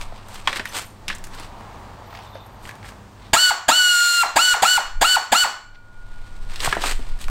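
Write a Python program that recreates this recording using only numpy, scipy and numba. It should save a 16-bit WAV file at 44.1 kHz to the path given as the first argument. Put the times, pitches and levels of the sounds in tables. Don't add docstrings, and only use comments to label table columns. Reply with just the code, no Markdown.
import sys
import numpy as np
from scipy import signal
from scipy.fft import rfft, irfft
from scipy.io import wavfile
from scipy.ndimage import uniform_filter1d
from numba import njit

SR = 44100
rng = np.random.default_rng(int(sys.argv[2]) if len(sys.argv) > 2 else 0)


def gain_from_db(level_db):
    decades = np.asarray(level_db, float) / 20
    return 10 ** decades


def generate_wav(sig):
    pcm = np.round(np.clip(np.atleast_2d(sig).T, -1, 1) * 32767).astype(np.int16)
    wavfile.write(sys.argv[1], SR, pcm)


N = 321908
T = np.arange(N) / SR

# time_s, level_db
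TRAFFIC = [(0, -44.5), (.5, -46.5), (1.0, -51), (1.6, -41), (2.0, -43), (2.6, -44.5), (3.2, -51.5),
           (5.5, -51.5), (7.3, -53)]
# freq_hz, density_db
TYRES = [(300, -14.5), (600, -5), (900, 1), (1150, -2.5), (1500, -12.5), (2500, -19), (5000, -26)]
# freq_hz, density_db
YARD = [(40, 3), (107, -7.5), (156, -11), (322, -16), (650, -19.5), (1030, -26), (1610, -24), (2600, -31),
        (4600, -33.5), (8500, -37.5), (10500, -46.5), (15800, -45)]
# freq_hz, level_db
HUM = [(100, -45.5), (200, -54.5), (300, -77.5)]
# middle_s, half_length_s, level_db
GUSTS = [(0, 0.2, -29.5), (0.524, 0.16, -36.5), (1.277, 0.28, -36.5), (1.813, 0.16, -45.5),
         (2.62, 0.056, -42), (4.342, 0.12, -43.5), (4.974, 0.079, -21), (5.76, 0.14, -45.5),
         (6.027, 0.15, -36), (6.382, 0.21, -27.5), (6.637, 0.093, -24.5), (6.99, 0.18, -18),
         (7.3, 0.071, -17.5)]
# freq_hz, density_db
WIND = [(8, 8.5), (22, 7.5), (45, -24.0), (70, -16.0), (150, -56.5)]
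# middle_s, half_length_s, level_db, bright_part_db
SCUFFS = [(0.02, 0.035, -42.5, -5), (0.164, 0.082, -48.5, -12), (0.354, 0.067, -40.5, -7),
          (0.498, 0.031, -33, -13.5), (0.564, 0.018, -30, -7.5), (0.585, 0.025, -46, -25),
          (0.625, 0.033, -59, -22), (0.686, 0.036, -41, -7.5), (0.739, 0.02, -39.5, -11),
          (0.763, 0.023, -30, -4.5), (0.794, 0.02, -35, -3), (0.831, 0.017, -39, -12),
          (1.118, 0.025, -36, -15), (1.16, 0.011, -49, 2), (1.334, 0.022, -47, -11),
          (1.413, 0.054, -40, -11.5), (2.175, 0.11, -48.5, -18), (2.25, 0.022, -60, -2),
          (2.367, 0.028, -48, -27), (2.676, 0.043, -46.5, -4), (2.875, 0.037, -44.5, -6.5),
          (3.254, 0.061, -50.5, -15), (5.75, 0.013, -52, -31), (6.383, 0.4, -53, -9),
          (6.57, 0.058, -39.5, -10), (6.65, 0.031, -28, -4.5), (6.704, 0.056, -33, -9),
          (6.83, 0.033, -29.5, -8.5), (6.878, 0.029, -29, -6), (6.913, 0.021, -33.5, -5.5),
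          (7.054, 0.18, -49, -11), (7.22, 0.029, -44.5, -3), (7.29, 0.017, -57, -3)]
# freq_hz, density_db
SCUFF_LOW = [(120, -21), (300, -6), (680, -6.5), (1240, -3.5), (1800, -4.5), (3000, -6), (4500, -7.5),
             (6000, -15), (7800, -37)]
# freq_hz, density_db
SCUFF_TOP = [(2940, -35), (5000, -26), (6390, -11), (8330, -5.5), (10700, -21.5), (13300, -17.5),
             (15800, -28)]
# time_s, pitch_hz, level_db
SQUEAK = [(2.04, 12400, -85), (2.07, 13500, -65), (2.11, 15100, -66), (2.16, 15900, -76),
          (2.28, 15300, -78), (2.31, 15000, -69), (2.4, 14300, -73), (2.47, 12900, -59), (2.51, 11900, -71),
          (2.62, 11700, -69), (2.65, 11800, -92)]
# middle_s, half_length_s, pitch_hz, level_db
RUBS = [
    (2.3, .17, 3600, -60),
    (2.33, .12, 4050, -64),
    (2.2, .14, 13000, -69),
    (2.33, .03, 13100, -66),
    (2.34, .05, 11200, -72),
    (2.4, .06, 12000, -72),
    (3.26, .04, 3600, -60),
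]
# start_s, peak_db, ring_hz
CLACKS = [(0.1233, -23.5, 690), (0.474, -5, 2300), (0.4743, -7, 1080), (0.5285, -9.5, 1840),
          (.595, -10.5, 1760), (1.081, -8.5, 2620), (1.09, -17, 3020), (1.1004, -9, 1720),
          (1.111, -27, 2440), (2.1274, -27, 900), (2.15, -23, 1650), (2.155, -33, 2780), (2.172, -27, 2000),
          (2.1857, -28, 745), (2.189, -30, 2400), (2.354, -20.5, 670), (2.829, -26, 1500),
          (2.8607, -31, 2230), (2.845, -27.5, 1770), (2.92, -27.5, 690), (6.604, -11.5, 3660),
          (6.674, -8.5, 1020), (6.726, -4.5, 1200), (6.768, -6.5, 670)]
# start_s, peak_db, ring_hz
KNOCKS = [(0.0123, -17.5, 2250), (.548, -34, 2400), (0.559, -14, 1800), (.5743, -36, 2300),
          (.6549, -14, 1840), (0.677, -26, 2500), (.725, -26, 1810), (.744, -23, 1100), (1.6084, -28, 905),
          (2.653, -28, 1880), (2.675, -27.5, 950), (2.6917, -19, 1700), (2.711, -25, 1610),
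          (2.889, -22, 1620), (6.189, -41, 1606), (6.559, -19.5, 3220), (6.597, -31, 2500),
          (6.63, -17.5, 1100), (6.72, -24, 2000), (6.69, -16.5, 2000), (6.751, -17, 1600),
          (6.825, -16.5, 3210), (6.839, -5.5, 1010), (6.877, -31, 1400), (6.993, -29.5, 438),
          (7.241, -19, 3080), (7.282, -17, 1050)]
# start_s, peak_db, ring_hz
TICKS = [(0.285, -31.5, 920), (0.344, -28, 1110), (0.8212, -26.5, 750), (1.151, -37, 2440),
         (1.1844, -36, 2000), (1.2404, -26, 1800), (1.27, -30.5, 1500), (1.3488, -30, 1610),
         (1.3987, -25.5, 915), (2.4654, -42, 890), (2.7543, -34, 1040), (7.089, -35.5, 780),
         (7.19, -35, 1710), (7.215, -26, 3410)]
# bright_part_db, t60_s
CONTACT = [
    (-38.5, 0.089),
    (-14.5, 0.077),
    (-3.5, 0.1),
]
# start_s, level_db, pitch_hz, t60_s
TINKLES = [(.685, -47, 12500, 0.17), (.69, -42, 6060, 0.074), (.69, -47, 5200, .05), (.69, -47, 9300, 0.12),
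           (.85, -52, 13000, 0.25), (.86, -54, 9140, 0.4), (.86, -59, 11400, .2), (1.355, -62, 12700, .1),
           (2.343, -60, 9300, .05), (2.345, -59, 13100, .05), (2.35, -66, 12000, .07),
           (2.462, -57, 9200, .05), (2.465, -59, 11400, .04), (2.464, -61, 15200, .04),
           (2.545, -65, 13700, .15), (2.628, -60, 9100, .08), (2.63, -58, 8100, .1),
           (2.63, -58, 12900, .06), (0.477, -25, 1770, 0.054), (0.475, -22, 1048, 0.044),
           (0.474, -18, 3310, 0.032), (1.103, -21, 1740, 0.025), (6.727, -8.5, 1690, 0.017),
           (7.09, -53, 4650, 0.15)]
# start_s, level_db, pitch_hz
THUDS = [(0.476, -46, 420), (.529, -30, 563), (0.562, -35, 345), (0.595, -30, 234), (.597, -30.5, 404),
         (.606, -33, 620), (1.089, -33, 189), (1.401, -40, 295), (1.608, -33, 217), (2.357, -34, 520),
         (6.677, -20, 129), (6.678, -34, 537), (6.728, -24.5, 394), (6.767, -24, 332), (6.771, -32, 209),
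         (6.841, -29, 600), (6.994, -31, 252)]
# start_s, level_db, centre_hz, fade_s
BOUNCES = [(0.4776, -13, 3420, 0.0019), (0.476, -14, 1810, .003), (.484, -27, 3900, .004),
           (.489, -23, 1090, .005), (.499, -29, 2600, .002), (.5315, -29, 2800, .003),
           (.549, -32, 2300, .002), (0.56, -24, 3260, .003), (.565, -20, 1800, 0.0036),
           (0.574, -25, 4500, .003), (0.596, -25, 1900, 0.0043), (0.658, -28, 1870, 0.0028),
           (.674, -35, 2800, .002), (.754, -27, 1280, .004), (1.0812, -24, 7600, .003),
           (1.083, -24, 2450, .003), (1.085, -23, 5640, 0.0049), (1.0915, -27, 2300, .003),
           (1.097, -26, 2800, .003), (1.1035, -27, 2900, .003), (1.109, -24, 1890, 0.0024),
           (1.113, -26, 3000, 0.0072), (1.128, -34, 1750, .01), (1.15, -28, 7900, .002),
           (1.183, -37, 7600, 0.0023), (2.653, -34, 2540, .003), (2.692, -42, 2210, 0.0023),
           (6.558, -33, 3340, .002), (6.6027, -20, 3100, 0.00073), (6.632, -29, 3500, .003),
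           (6.664, -32, 3600, .01), (6.689, -28, 2800, .002), (6.702, -25, 2800, .003),
           (6.74, -32, 1700, .004), (6.773, -19, 1700, .004), (6.79, -29, 1700, .006),
           (6.824, -22, 3300, 0.00073), (6.848, -25, 1000, 0.0046), (6.877, -24, 3320, .0008),
           (6.89, -28, 1300, .01), (7.242, -45, 3000, 0.0028), (0.4744, -9, 3100, 0.0012),
           (0.4736, -15.5, 917, .002), (.492, -23, 1050, 0.0047), (0.482, -22, 3300, .004),
           (0.5967, -25, 890, 0.0034), (1.086, -27, 3600, 0.0045), (1.104, -22.5, 2500, .004),
           (6.6745, -13, 800, 0.0018), (6.731, -20, 1720, .008), (6.7276, -20, 1100, 0.0011),
           (6.7288, -21, 2200, 0.00085), (6.753, -23, 1680, .003), (6.8416, -16, 2300, .001),
           (.6555, -20, 1810, .003)]

# open_s, shut_s, pop_db, air_db, free_vane_rate_hz
PULLS = [
    (3.331, 3.5, -10, -20, 1498),
    (3.68, 4.226, -9, -21.5, 1491),
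    (4.356, 4.534, -9.5, -20.5, 1491),
    (4.619, 4.771, -12, -20.5, 1490),
    (5.009, 5.158, -9.5, -20.5, 1503),
    (5.316, 5.437, -10, -20.5, 1496),
]
OPEN_S = [0.0031, 0.0079, 0.0098, 0.0097, 0.0093, 0.0087]
LAG_S = [.001, 0.00105, 0.00101, 0.000994, .004, 0.00194]
SHUT_MORE_DB = [-1, -8, 3, 2, 2, -1.5]
# held_s, vane_rate_lost_hz
SAG = [(.085, 0), (.16, 30), (.28, 68), (.48, 82), (0.542, 99.5)]
# vane_rate_lost_hz, first_db, second_db, third_db
TONES = [(0, -23.5, -18, -22.5), (12, -19.5, -15, -23), (27, -17, -20, -23), (50, -22, -16.5, -23.5),
         (64, -18.5, -25.5, -28.5), (77.5, -15.5, -26.5, -20.5), (97, -16, -19, -25.5)]
# multiple, level_db
UPPER = [(4, -14.5), (5, -5.5), (6, -25), (7, -46), (8, -24.5)]
# vane_rate_hz, fourth_db, fifth_and_up_db
FAVOUR = [(1390, -15, -15.5), (1420, 0, 4.5), (1450, 4.5, 2.5), (1500, 4, 2.5), (1470, -6.5, -5),
          (1502, -5, -4.5), (1505, -2, -9)]
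RISE = [5.2, 2.6, 4.9, 5.9, 7, 8.5, 9]
# freq_hz, level_db
MUFFLER = [(120, -38), (260, -26), (480, -31), (650, -17.5), (800, -14.5), (1000, -15), (1160, -29),
           (1320, -15), (1450, -19)]
# vane_rate_hz, level_db
COAST_FADE = [(430, -31), (580, -11.5), (720, -3.5), (800, 2.5)]
# freq_hz, density_db
AIR = [(150, -24.5), (380, -14.5), (750, -13.5), (1200, -2.5), (1800, 1.5), (2600, -4.5), (3500, 2),
       (4800, 2), (6100, -3.5), (7500, 8), (8500, 2.5), (10200, -7.5), (12000, -6.5), (15800, -9.5)]
# freq_hz, density_db
POP = [(35, -42.5), (60, -23.5), (130, -21.5), (240, -4.5), (420, -19.5), (799, -4), (1220, -11.5),
       (1650, -4.5), (2500, -9.5), (3310, -5.5), (4920, -17), (5930, -22), (6990, -3.5), (10100, -21.5),
       (15800, -22)]
# centre_hz, width_hz, level_db
CASING = [(790, 490, 7.5), (1650, 44, 11.5), (2300, 68, -1), (3475, 130, -0.5), (4740, 200, 12.5),
          (6950, 370, -14.5), (8100, 230, -3.5)]
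# freq_hz, density_db
CHUFF = [(150, -26), (300, -20.5), (480, -15.5), (750, -2), (1100, 2), (1900, -6.5), (2600, -12),
         (4000, -14.5), (8000, -17.5)]
# multiple, level_db, t60_s
LINGER = [(1, -24.5, 0.53), (2, -31.5, 0.53), (3, -29, 0.49), (4, -42, .35), (5, -36.5, 0.48)]
# delay_s, level_db
ECHOES = [
    (.011, -23.5),
    (0.028, -16.5),
    (.041, -27),
    (0.065, -45.5),
]
# pitch_hz, level_db, t60_s
STAND = [(1488, -19, 1.2), (1438, -8.5, 7), (1446, -25, 5), (2350, -4.5, 2.5)]
# pitch_hz, level_db, t60_s
BLOCK = [(1435, -9, 0.24), (1530, -28.5, 0.89), (4460, 1, 0.44), (4320, -3.5, 0.68), (4468, -12.5, 0.15),
         (3120, -9.5, .4), (2810, -16.5, 0.3), (4200, -7, .4), (7500, -8, 0.38)]

DUCK_DB, RECOVER_S = -16.5, 0.48
ROOM_T60_S, ROOM_DAMP, ROOM_DB, TOOL_ROOM_DB = 0.4, 0.017, -19.5, -1.5


def unit(x):
    return x / np.sqrt(np.mean(x ** 2))


def curve(rows):
    s, *columns = np.transpose(rows)
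    return [np.interp(T, s, c) for c in columns]


def lookup(x, rows):
    return np.interp(x, *np.transpose(rows))


def coloured(points):
    hz, db = np.transpose(points)
    f = np.maximum(np.fft.rfftfreq(N, 1 / SR), 1)
    gain = gain_from_db(np.interp(np.log(f), np.log(hz), db, -80, -80))
    return unit(irfft(rfft(rng.standard_normal(N)) * gain, N))


def band(x, hz, width):
    return signal.lfilter(*signal.iirpeak(min(hz, 20000), hz / width, fs=SR), x)


def walk(rate):
    k = int(SR / rate)
    steps = np.repeat(rng.standard_normal(N // k + 1), k)
    return unit(uniform_filter1d(uniform_filter1d(steps, k), k)[:N])


def swell(middle, half, power=2):
    return np.exp(-((T - middle) / half) ** power)


def place(out, s, sound):
    i = int(s * SR)
    out[i:i + len(sound)] += sound


@njit
def follow(x, up, down):
    y, e = np.empty(len(x)), 0.
    for i in range(len(x)):
        e += (x[i] - e) * (up if x[i] > e else down)
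        y[i] = e
    return y


@njit
def walls(x, lags, gain, damp):
    line, soft, out = np.zeros((8, 4096)), np.zeros(8), np.zeros(len(x))
    for i in range(len(x)):
        total = 0.
        for k in range(8):
            soft[k] += (1 - damp) * (gain[k] * line[k, (i - lags[k]) & 4095] - soft[k])
            total += soft[k]
            out[i] += soft[k] * (1 - 2 * (k % 2))
        for k in range(8):
            line[k, i & 4095] = x[i] + soft[k] - total / 4
    return out


def held(on, off):
    return 1. * ((T >= on) & (T < off))


def valve():
    return sum(held(on, off) for on, off, *_ in PULLS)


def duck():
    return DUCK_DB * follow(valve(), 1 / (.01 * SR), 1 / (RECOVER_S * SR))


def background():
    traffic = gain_from_db(curve(TRAFFIC)[0] + 0.55 * walk(10)) * coloured(TYRES)
    yard = gain_from_db(-46.5 + 2.4 * walk(3.1)) * coloured(YARD)
    white = rng.standard_normal(N)
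    hum = sum(gain_from_db(db) * (np.sin(2 * np.pi * hz * T) + 0.48 * unit(band(white, hz, 30.0))) for hz, db in HUM)
    gust = gain_from_db(-60) + sum(gain_from_db(db) * swell(s, half) for s, half, db in GUSTS)
    wind = gust * gain_from_db(0.21 * walk(30)) * coloured(WIND)
    return gain_from_db(duck()) * (traffic + yard + hum) + wind


def scuffs():
    low, top = coloured(SCUFF_LOW), coloured(SCUFF_TOP)
    out = sum(gain_from_db(db) * swell(s, half) * (low + gain_from_db(bright_db) * top) for s, half, db, bright_db in SCUFFS)
    return out * unit(gain_from_db(2.5 * walk(400) + 1.2 * walk(60)))


def squeak():
    hz, db = curve(SQUEAK)
    turn = 2 * np.pi * np.cumsum(hz * (1 + 0.0036 * walk(300))) / SR
    out = gain_from_db(db + 5.5 * walk(40)) * np.sin(turn)
    for s, half, rub_hz, rub_db in RUBS:
        rub = unit(band(band(rng.standard_normal(N), rub_hz, 220), rub_hz, 220))
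        out += gain_from_db(rub_db + 4.0 * walk(50)) * swell(s, half, 4) * rub
    return out


def knock(t, hz, bright_db, t60):
    noise = rng.standard_normal((2, len(t)))
    fade = gain_from_db(-60 * t / t60)
    blow = noise[0] * (np.exp(-t / 0.0016) + 0.45 * fade)
    rings = band(blow, hz, 0.17 * hz)
    rings += 0.22 * band(blow, 1.28 * hz, .5 * hz) + 0.35 * band(blow, 0.8 * hz, 0.64 * hz)
    body = band(rings, 1.18 * hz, 3.1 * hz)
    top = band(band(noise[1], 5600, 5100), 9500, 14200) * (np.exp(-t / 0.00044) + 0.19 * fade)
    return body / np.abs(body).max() + gain_from_db(bright_db + 7.5) * top / np.abs(top).max()


def knocks():
    out = np.zeros(N + SR)
    t = T[:SR // 6]
    for rows, (bright_db, t60) in zip((CLACKS, KNOCKS, TICKS), CONTACT):
        for s, db, hz in rows:
            place(out, s, gain_from_db(db - 3.5) * knock(t, hz, bright_db, t60))
    for s, db, hz, t60 in TINKLES:
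        beat = 1 + 1.1 * np.sin(2 * np.pi * 0.0052 * hz * t)
        place(out, s, gain_from_db(db - 60 * t / t60) * np.sin(2 * np.pi * hz * t) * beat)
    for s, db, hz in THUDS:
        place(out, s, gain_from_db(db - 60 * t / 0.07) * np.sin(2 * np.pi * hz * t))
    return out[:N]


def bounces():
    out = np.zeros(N + SR)
    t = T[:SR // 10]
    for s, db, hz, fade_s in BOUNCES:
        grains = rng.standard_normal(len(t)) * (1 - np.exp(-t / .0003)) * np.exp(-t / fade_s)
        burst = band(band(grains, hz, .33 * hz), hz, .66 * hz)
        place(out, s, gain_from_db(db + 1) * burst / np.abs(burst).max())
    return out[:N]


def linger():
    next_off = [p[1] for p in PULLS[1:]] + [T[-1] + 1]
    held_hz = 0
    for (on, off, _, _, free_hz), later in zip(PULLS, next_off):
        held_hz = held_hz + (free_hz - lookup(off - on, SAG) - 8) * held(off, later)
    age = T - np.maximum.accumulate(np.where(valve() > 0, T, -100.))
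    turn = 2 * np.pi * np.cumsum(held_hz) / SR
    tones = sum(gain_from_db(db - 60 * age / t60 + 2 * walk(70)) * np.sin(multiple * turn + 1.9 * walk(60))
                for multiple, db, t60 in LINGER)
    return (1 - np.exp(-age / .015)) * tones


def rotor():
    spin_up_s, spin_down_s, brake_s, brake_share = .029, 0.059, .012, .45
    driven = sum(np.tanh(np.maximum(T - on - lag, 0) / spin_up_s + 0.11) * held(on, off)
                 for (on, off, *_), lag in zip(PULLS, LAG_S))
    speed = brake_share * follow(driven, .94, 1 / (brake_s * SR))
    speed += (1 - brake_share) * follow(driven, 0.97, 1 / (spin_down_s * SR))
    pressure = follow(valve(), 1 / (.002 * SR), 1 / (.006 * SR))
    return speed, pressure


def motor_top():
    pull = np.maximum(np.searchsorted([p[0] for p in PULLS], T) - 1, 0)
    on, off, _, _, free_hz = np.transpose(PULLS)[:, pull]
    lost = np.interp(np.minimum(T, off) - on, *np.transpose(SAG))
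    ease = np.exp(np.minimum(T - off, 0) / .012)
    top_hz = free_hz - lost - 30 * ease
    flutter_db = 5.5 * np.exp(-np.abs(T - on) / 0.11)
    below, *columns = np.transpose(TONES)
    levels_db = []
    for k, column in enumerate(columns):
        level = np.interp(lost, below, column) + (.5 + flutter_db / (1 + k)) * walk(90)
        levels_db.append(level - 8 * ease * min(k, 1))
    rate, fourth_db, fifth_db = np.transpose(FAVOUR)
    for multiple, db in UPPER:
        lift_db = np.interp(top_hz, rate, fourth_db if multiple == 4 else fifth_db)
        levels_db.append(levels_db[2] + db + lift_db)
    return top_hz, levels_db


def vane_whine(speed, pressure):
    top_hz, levels_db = motor_top()
    slip, shut = 1 - speed, 1 - pressure
    rough = 0.0019 + .05 * slip * pressure + .012 * shut
    vane_hz = top_hz * speed * (1 + rough * walk(500))
    turn = 2 * np.pi * np.cumsum(vane_hz) / SR
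    sweep_db = 2 * pressure + lookup(vane_hz, MUFFLER) + 2.5 * np.sqrt(slip) * walk(250)
    sweep_db += shut * (walk(300) + 20 * (speed - .7) + lookup(vane_hz, COAST_FADE) - 30 * speed ** 4)
    settled = np.clip(14 * speed - 12.8, 0, 1) * pressure
    whine = gain_from_db(settled * levels_db[0] + (1 - settled) * sweep_db) * np.sin(turn)
    whine += gain_from_db(-52.5 + 1.4 * walk(92)) * settled * np.sin(turn / 2 + 2.0 * walk(110))
    coast = shut * np.clip(speed - .25, 0, .35)
    blur = 1.2 * shut + 2.2 * slip * pressure
    for k, db in enumerate(levels_db[1:]):
        level = gain_from_db(db + 6 * np.sqrt(slip) * walk(250))
        level *= pressure * speed ** RISE[k] + 4.1 * coast / (1 + k)
        whine += level * np.sin((k + 2) * turn - 1.0 * k + blur * walk(900))
    return np.sqrt(2) * whine, turn


def valve_air(speed, pressure, turn):
    hiss = coloured(AIR) * (1 + 0.097 * np.sin(turn)) * (1 + 0.11 * np.sin(turn / 5))
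    rush = coloured(POP)
    casing = unit(sum(gain_from_db(db) * band(rush, hz, width) for hz, width, db in CASING))
    rush = unit(rush + gain_from_db(-1.0) * casing)
    out = gain_from_db(-26) * coloured(CHUFF) * 4 * (1 - pressure) * speed * (1 - speed)
    step_db = 0.81 * duck()
    for (on, off, pop_db, air_db, _), open_s, more_db in zip(PULLS, OPEN_S, SHUT_MORE_DB):
        age = np.maximum(T - on, 0)
        opening = 1 - np.exp(-(age / open_s) ** 2)
        out += gain_from_db(pop_db) * rush * opening * (np.exp(-(age / 0.023) ** 2) + 1.11 * np.exp(-age / 0.0096))
        out -= gain_from_db(pop_db - 6 + step_db[int(on * SR)]) * age / .001 * np.exp(1 - age / .001)
        kick = age / 0.0011
        out += gain_from_db(pop_db - 13.5) * kick * (1 - kick / 2) * np.exp(1 - kick)
        shut = np.maximum(T - off, 0) / 0.003
        out += gain_from_db(-37 + more_db) * shut * np.exp(1 - shut)
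        out += gain_from_db(air_db) * hiss * opening * (T < off + .1) * (0.44 * pressure + 0.28 * speed)
    return out


def wrench():
    speed, pressure = rotor()
    whine, turn = vane_whine(speed, pressure)
    return whine + valve_air(speed, pressure, turn)


def ring_along(tool, rows):
    return sum(gain_from_db(db) * band(tool, hz, np.log(1000) / np.pi / t60) for hz, db, t60 in rows)


def garage(x):
    lags = rng.integers(300, 2200, 8)
    high = signal.sosfilt(signal.butter(2, 250, "high", fs=SR, output="sos"), x)
    return walls(high + 1e-18, lags, gain_from_db(-60 * lags / SR / ROOM_T60_S), ROOM_DAMP)


def scene():
    tool = wrench()
    tool = tool + sum(gain_from_db(db) * np.roll(tool, int(s * SR)) for s, db in ECHOES)
    near = tool + knocks() + scuffs() + squeak()
    room = gain_from_db(ROOM_DB) * garage(near + (gain_from_db(TOOL_ROOM_DB) - 1) * tool)
    stand = gain_from_db(0.72 * (duck() - DUCK_DB) + 1.6 * walk(25)) * ring_along(tool, STAND)
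    mix = near + bounces() + linger() + room + ring_along(tool, BLOCK) + stand + background()
    return mix[None, :]


def roll_off(x):
    return signal.sosfilt(signal.butter(12, 16640, fs=SR, output="sos"), x)


def record(dry):
    limited = np.tanh(dry / 1.349) * 1.272
    treble_limit = signal.ellip(10, .1, 70, 16000, fs=SR, output="sos")
    mix = signal.sosfilt(treble_limit, limited)
    return roll_off(mix)


dry = scene()
out = record(dry)
generate_wav(out)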